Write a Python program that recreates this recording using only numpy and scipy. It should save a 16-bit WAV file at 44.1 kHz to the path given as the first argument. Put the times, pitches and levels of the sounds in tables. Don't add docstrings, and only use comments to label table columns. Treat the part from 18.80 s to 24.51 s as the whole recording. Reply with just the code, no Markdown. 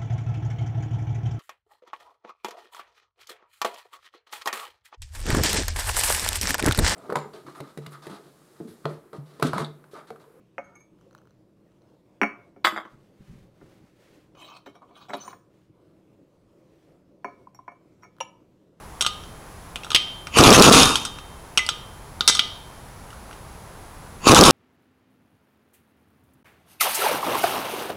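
import sys
import numpy as np
from scipy import signal
from scipy.io import wavfile
from scipy.ndimage import uniform_filter1d

SR = 44100
rng = np.random.default_rng(int(sys.argv[2]) if len(sys.argv) > 2 else 0)


def master_out(mix):
    frames = np.transpose(np.atleast_2d(mix))
    ceiling = np.clip(frames, -1, 1)
    pcm = np.round(ceiling * 32767).astype(np.int16)
    wavfile.write(sys.argv[1], SR, pcm)


def magnitude_from_level(level_db):
    exponent = np.asarray(level_db, float) / 20
    return 10 ** exponent


N = 251811

# hz, density_db
ROOM_SPECTRUM = [(12, -34), (20, -6), (64, 6.5), (93, -3), (126, -3.5), (334, -13.5), (363, -10.5),
                 (583, -13), (910, -10), (2930, -26.5), (7360, -29), (10000, -32.5), (10900, -32.5),
                 (11800, -33.5), (15600, -35)]
# hz, rms_db
WHINE_TONES = [(10530, -68), (10610, -60.5), (10691, -64.5), (10772, -77)]
# start_s, level_db, crack_hz, ring_db, low_db, treble_db
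CLANKS = [(0.2081, -8, 3230, -19, -5, 0.5), (0.2474, -16, 3200, -15, -1, -20),
          (0.263, -5, 3100, -24, -3, -8), (0.4355, -39.5, 3120, -6, -11, -26),
          (0.9572, -15, 2660, -30.5, 2, -10), (1.0333, -25, 2780, -19, -18, -18),
          (1.045, -24, 3400, -25, 1, -3), (1.066, -38, 3580, -22, 16, -10),
          (1.1031, -15, 3200, -18, 0.5, -15), (1.1464, 3, 3130, -16.5, -22, -18.5),
          (1.4692, -19.5, 2320, -24.5, 2, -11), (2.1551, -3.5, 3220, -25, -4, -4),
          (2.2501, -14, 3425, -21.5, 1, 1.5), (2.3854, -27, 2700, -21, -1, -18),
          (2.7738, -0.5, 2850, -23.5, -3.5, -6), (2.7903, -9.5, 2050, -2.5, -36, -62),
          (2.8636, -16, 4900, -39, -11, -1), (2.8885, -5.5, 3160, -22.5, -1, -4.5),
          (3.4068, -3.5, 3530, -25, -2.5, -34), (3.476, 10.5, 3720, -20, -11, -2.5),
          (3.484, -3.5, 5800, -17.5, -2, -18), (3.5249, -19, 3700, -8, -18, -20),
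          (3.5496, -7.5, 3330, -20.5, -3, -5), (3.5921, -1, 3200, -15, -13.5, -30),
          (4.3034, -35, 2940, -24, -2, -6), (4.328, -36, 2540, -18, 3, -14),
          (4.5102, -33, 2710, -23, 4, -15), (4.5279, -34, 2290, -16, 0, -15)]
# start_s, level_db
REBOUNDS = [(0.2128, -10), (0.2221, -8.5), (0.9617, -24.5), (1.1164, -12), (1.1297, -19.5), (1.1509, -5),
            (1.1594, -1), (1.191, -33), (2.2573, -20), (2.7785, -4), (2.783, -13.5), (3.4898, -11),
            (3.4964, -2), (3.552, -15), (3.5698, -13)]
# start_s, level_db
BLOWS = [(1.6362, 2), (1.726, 6), (1.8218, 8), (1.9244, 7), (5.5458, 9), (5.6366, 11)]
# start_s, level_db
CAM_LIFTS = [(1.6087, -1.5), (1.704, 8.5), (1.7958, 2), (1.8966, 6), (2.0304, 2.5), (5.5169, -1),
             (5.6096, 6), (5.7054, 0)]
# start_s, level_db
LOOSE_PLAY = [(1.5853, 2), (1.8574, -11), (1.9394, -11), (2.0544, -8), (5.5644, 0), (5.6174, -19)]
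# crack_hz, ring_db, low_db, treble_db
BLOW_TONE = (3800, -27, -14, -3)
CAM_TONE = (5200, -30, -8, -3)
PLAY_TONE = (2894, -27, 9, 1)
WHEEL_HZ = [1229, 1370, 2020, 2304, 2686, 2929, 3134, 3200, 3569, 3671, 3967, 4495, 5036, 5600, 5895, 6500,
            7450, 8030]
# level_db, t60_s
WHEEL_MODES = [(-3.5, 0.4), (14, 0.022), (-7, 0.15), (-15.5, 0.23), (-6.5, 0.096), (-9, 0.19), (-11, 0.67),
               (11, 0.024), (-3, .1), (-5, 0.35), (-2, 0.13), (-2, 0.13), (-1, 0.13), (13.5, 0.034),
               (7.5, 0.039), (2.5, 0.11), (-8, 0.099), (-0.5, 0.094)]
# hz, t60_s
GARAGE_DECAY = [(200, 0.55), (1000, 0.53), (4000, 0.55), (12000, 0.23)]
# open_s, suck_db, shut_s
VALVE_PULLS = [(1.5716, -2.5, 2.012), (5.47, 5, 6)]
# hz, density_db
HISS_SPECTRUM = [(880, -24), (1500, 1.5), (2170, -3), (3510, 7.5), (4310, 1), (6370, 3.5), (6960, -4.5),
                 (10800, -5), (15500, -29)]
# hz, half_width_hz, level_db
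HISS_PASSAGES = [(2520, 270, 4), (4590, 130, -8), (6920, 200, 1), (9700, 56, -27)]
# hz, density_db
ROAR_SPECTRUM = [(24, -45), (40, -1.5), (200, -4), (266, 2), (378, -11), (463, -0.5), (538, -13),
                 (951, -2.5), (1120, 1), (1310, -2), (2200, -42), (2860, -54), (4840, -120)]
# first_puff_s, stop_s, first_rate_per_s, puff_db
MOTOR_RUNS = [(1.5955, 1.633, 88, 3.5), (1.6689, 1.731, 66, 4.5), (1.769, 1.8165, 88, 4.5),
              (1.8673, 1.920, 86, 2), (5.4994, 5.545, 65, 5), (5.593, 5.633, 102, 6.5),
              (5.684, 5.708, 89, 0.5)]
# hz, width_hz, level_db
PUFF_MODES = [(302, 200, 2), (473, 300, 5), (740, 330, -5.5), (1170, 155, -3.5)]
# hz, width_hz, level_db (re puff_db)
LOW_PUSH = (125, 65, -2.5)
# hz, level_db, t60_s
BAR_MODES = [(1150, -18, .5), (2687, -22, .4), (3134, -22, 1.0), (3671, -10, .76), (6500, -23, .6)]

ROOM_RMS_DB = -41.5
RATTLE_LOOSE, RATTLE_HELD = .25, .04
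REBOUND_RING_DB = -12
METAL_DELAY_S = .0009
METAL_TO_GARAGE_DB, PUFFS_TO_GARAGE_DB = -15, -13
HISS_DB, ROAR_DB = -12, -12
OPEN_DB_PER_S, SNAP_S = 625, .011
LEAK_HISS_DB, LEAK_ROAR_DB = -3.5, -6
AIR_FADE_DB_PER_S = 118
SPIN_HISS_DB, SPIN_ROAR_DB = -9, -5
CHOKE_S, CHOKE_SHARE = .008, .65
WHISTLE_OPENING, WHISTLE_OPEN = .75, .12
OPENING_S = .07
SPEEDUP_PER_S2 = 2850
BAR_FREE_S, BAR_RISE_S = 1.925, .06
LIMIT_DB, RECOVER_DB_PER_S = 2.5, 520


def evened(x):
    return x / np.sqrt(np.mean(x ** 2) + 1e-20)


def read(points, hz):
    f, value = np.transpose(points)
    return np.interp(np.log(hz + 1), np.log(f + 1), value)


def add(mix, start_s, sound):
    part = mix[round(start_s * SR):][:len(sound)]
    part += sound[:len(part)]


def resonate(x, hz, width_hz):
    r = np.exp(-np.pi * width_hz / SR)
    pole = r * np.exp(2j * np.pi * hz / SR)
    return 2 * signal.lfilter([1 - r], [1, -pole], x).real


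def noise(spectrum, patchy_db):
    frames, hz = N // 256 + 5, np.fft.rfftfreq(1024, 1 / SR)
    a, b, patches = rng.standard_normal((frames, 513, 3)).T
    patches = uniform_filter1d(patches, size=12, axis=0)
    patches = evened(uniform_filter1d(patches, size=8, axis=1))
    z = (a + 1j * b) * magnitude_from_level(read(spectrum, hz)[:, None] + patchy_db * patches)
    return evened(signal.istft(z, nperseg=1024, noverlap=768)[1][:N])


def background():
    t = np.arange(N) / SR
    whine = sum(np.sqrt(2) * magnitude_from_level(rms_db) * np.sin(2 * np.pi * (hz * t + rng.random()))
                for hz, rms_db in WHINE_TONES)
    return magnitude_from_level(ROOM_RMS_DB) * noise(ROOM_SPECTRUM, patchy_db=.4) + whine


def wheel_ring(crack_hz, low_db, treble_db):
    t = np.arange(SR) / SR
    hz = np.array(WHEEL_HZ)[:, None]
    mode_db, t60_s = np.transpose(WHEEL_MODES)[:, :, None]
    max_loss_db = np.where(hz > crack_hz, -.5 * treble_db, 7)
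    near_db = -np.minimum(200 * np.log2(hz / crack_hz) ** 2, max_loss_db)
    reach_db = np.where(hz < 2000, low_db, near_db)
    luck = rng.standard_normal((len(WHEEL_MODES), 2))
    scatter_db, phase = 1.5 * luck[:, :1], np.pi * luck[:, 1:]
    decay = magnitude_from_level(mode_db + reach_db + scatter_db - 60 * t / t60_s)
    rings = decay * np.sin(2 * np.pi * hz * t + phase)
    return rings.sum(0) * (1 - np.exp(-t / .00045))


def strike(level_db, crack_hz, ring_db, low_db, treble_db, rattle):
    t = np.arange(4000) / SR
    onset = 1 - np.exp(-t / .00015)
    decay = np.exp(-t / .0009) + rattle * np.exp(-t / .008)
    contact = rng.standard_normal(4000) * onset * decay
    crack = resonate(resonate(contact, crack_hz, 1400), crack_hz, 2500)
    crack += 1.2 * resonate(resonate(contact, crack_hz, 340), crack_hz, 1800)
    crack += magnitude_from_level(low_db) * resonate(resonate(contact, 1340, 450), 1180, 1900)
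    crack += .062 * resonate(contact, 230, 880)
    treble = resonate(resonate(contact, 8260, 2760), 9000, 4500)
    crack += magnitude_from_level(treble_db) * resonate(treble, 4500, 5000)
    out = magnitude_from_level(ring_db) * wheel_ring(crack_hz, low_db, treble_db)
    add(out, 0, .38 * crack / np.sqrt(np.mean(crack[:100] ** 2)))
    return magnitude_from_level(level_db) * out


def contacts():
    rows = [(*row, RATTLE_LOOSE) for row in CLANKS]
    for start_s, level_db in REBOUNDS:
        _, _, hz, ring_db, low_db, treble_db = max(row for row in CLANKS if row[0] < start_s)
        rows.append((start_s, level_db, hz, ring_db + REBOUND_RING_DB, low_db, treble_db, RATTLE_LOOSE))
    for table, tone in ((BLOWS, BLOW_TONE), (CAM_LIFTS, CAM_TONE), (LOOSE_PLAY, PLAY_TONE)):
        rows += [(start_s, level_db, *tone, RATTLE_HELD) for start_s, level_db in table]
    return rows


def garage(x):
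    taps = np.zeros(SR)
    at = np.arange(200, SR - 20, 20)
    taps[at + rng.integers(0, 20, len(at))] = rng.choice([-1., 1.], len(at))
    hz, t, z = signal.stft(taps, SR, nperseg=256)
    decay = magnitude_from_level(-60 * t / read(GARAGE_DECAY, hz)[:, None])
    tail = signal.istft(z * decay, SR, nperseg=256)[1]
    return signal.fftconvolve(x, tail / np.linalg.norm(tail))[:N]


def flow(leak_db):
    t, gain = np.arange(N) / SR, 0
    for open_s, _, shut_s in VALVE_PULLS:
        swell_db = OPEN_DB_PER_S * np.minimum(t - open_s, 0)
        snap_db = leak_db * np.clip(1 - (t - open_s) / SNAP_S, 0, 1)
        fade_db = -AIR_FADE_DB_PER_S * np.maximum(t - shut_s, 0)
        gain = gain + magnitude_from_level(swell_db + snap_db + fade_db)
    return gain


def hissing():
    t = np.arange(N) / SR
    hiss = noise(HISS_SPECTRUM, patchy_db=2.5)
    whistle = evened(sum(magnitude_from_level(level_db) * resonate(resonate(hiss, hz, 2 * half_width_hz), hz, 1100)
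                         for hz, half_width_hz, level_db in HISS_PASSAGES))
    opening = sum((t > open_s - OPENING_S) & (t < open_s) for open_s, _, _ in VALVE_PULLS)
    share = uniform_filter1d(np.where(opening, WHISTLE_OPENING, WHISTLE_OPEN), size=600)
    hiss = np.sqrt(1 - share) * hiss + np.sqrt(np.clip(share, 0, 1)) * whistle
    flutter = evened(uniform_filter1d(rng.standard_normal(N), size=70))
    return hiss * evened(magnitude_from_level(2.4 * flutter))


def air():
    t = np.arange(N) / SR
    spin = sum(np.clip((t - first_s) / (stop_s - first_s), 0, 1) * (t < stop_s)
               for first_s, stop_s, _, _ in MOTOR_RUNS)
    dips = sum(np.clip(2 - 4 * abs(t - blow_s - METAL_DELAY_S) / CHOKE_S, 0, 1) for blow_s, _ in BLOWS)
    hiss = hissing() * magnitude_from_level(HISS_DB + SPIN_HISS_DB * spin) * flow(LEAK_HISS_DB)
    roar = noise(ROAR_SPECTRUM, patchy_db=1.5) * magnitude_from_level(ROAR_DB + SPIN_ROAR_DB * spin) * flow(LEAK_ROAR_DB)
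    return (1 - CHOKE_SHARE * dips) * (hiss + roar)


def exhaust():
    kicks = np.zeros(N)
    for open_s, suck_db, _ in VALVE_PULLS:
        kicks[round(open_s * SR)] -= magnitude_from_level(suck_db)
    k = np.arange(12)
    for first_s, stop_s, rate, puff_db in MOTOR_RUNS:
        delay_s = (np.sqrt(rate ** 2 + 2 * SPEEDUP_PER_S2 * k) - rate) / SPEEDUP_PER_S2
        size = magnitude_from_level(puff_db + 3.75 * rng.standard_normal(12)) * (first_s + delay_s < stop_s)
        at = ((first_s - .0006 + delay_s) * SR).astype(int)
        np.add.at(kicks, np.minimum(at, N - 1), size)
    t = np.arange(1001) / SR
    click = sum(magnitude_from_level(level_db) * np.exp(-np.pi * width_hz * t) * np.sin(2 * np.pi * hz * t + .28)
                for hz, width_hz, level_db in PUFF_MODES)
    click = click * signal.windows.hann(2001)[1000:]
    click = signal.lfilter(*signal.butter(2, 170, "high", fs=SR), click)
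    return signal.oaconvolve(kicks, click / abs(click).max())[:N]


def thuds():
    hz, width_hz, push_db = LOW_PUSH
    t, out = np.arange(2500) / SR, np.zeros(N)
    push = np.exp(-np.pi * width_hz * t) * np.sin(2 * np.pi * hz * t)
    for first_s, _, _, puff_db in MOTOR_RUNS:
        add(out, first_s - .001, magnitude_from_level(puff_db + push_db) * push)
    return out


def long_bar():
    t = np.arange(2 * SR) / SR
    ring = sum(magnitude_from_level(level_db - 60 * t / t60_s) * np.sin(2 * np.pi * hz * t)
               for hz, level_db, t60_s in BAR_MODES)
    return (1 - np.exp(-t / BAR_RISE_S)) * ring


def scene():
    metal = np.zeros(N)
    for start_s, *settings in contacts():
        add(metal, start_s + METAL_DELAY_S, strike(*settings))
    add(metal, BAR_FREE_S, long_bar())
    metal = signal.lfilter(*signal.butter(1, 12000, fs=SR), metal)
    puffs = exhaust()
    echo = garage(magnitude_from_level(METAL_TO_GARAGE_DB) * metal + magnitude_from_level(PUFFS_TO_GARAGE_DB) * puffs)
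    return (background() + metal + echo + air() + puffs + thuds())[None]


def band_limit(x):
    return signal.sosfilt(signal.butter(12, 15770, fs=SR, output="sos"), x)


def record(dry):
    peak_db = 20 * np.log10(abs(dry[0]) + 1e-9)
    fall_db = np.arange(N) * RECOVER_DB_PER_S / SR
    held_db = np.maximum.accumulate(peak_db + fall_db) - fall_db
    over_db = np.maximum(held_db - LIMIT_DB, 0)
    ducked = dry / magnitude_from_level(uniform_filter1d(over_db, size=15))
    ducked = signal.lfilter(*signal.butter(1, 25, "high", fs=SR), ducked)
    return band_limit(np.clip(ducked, -.97, .97))


dry = scene()
out = record(dry)
master_out(out)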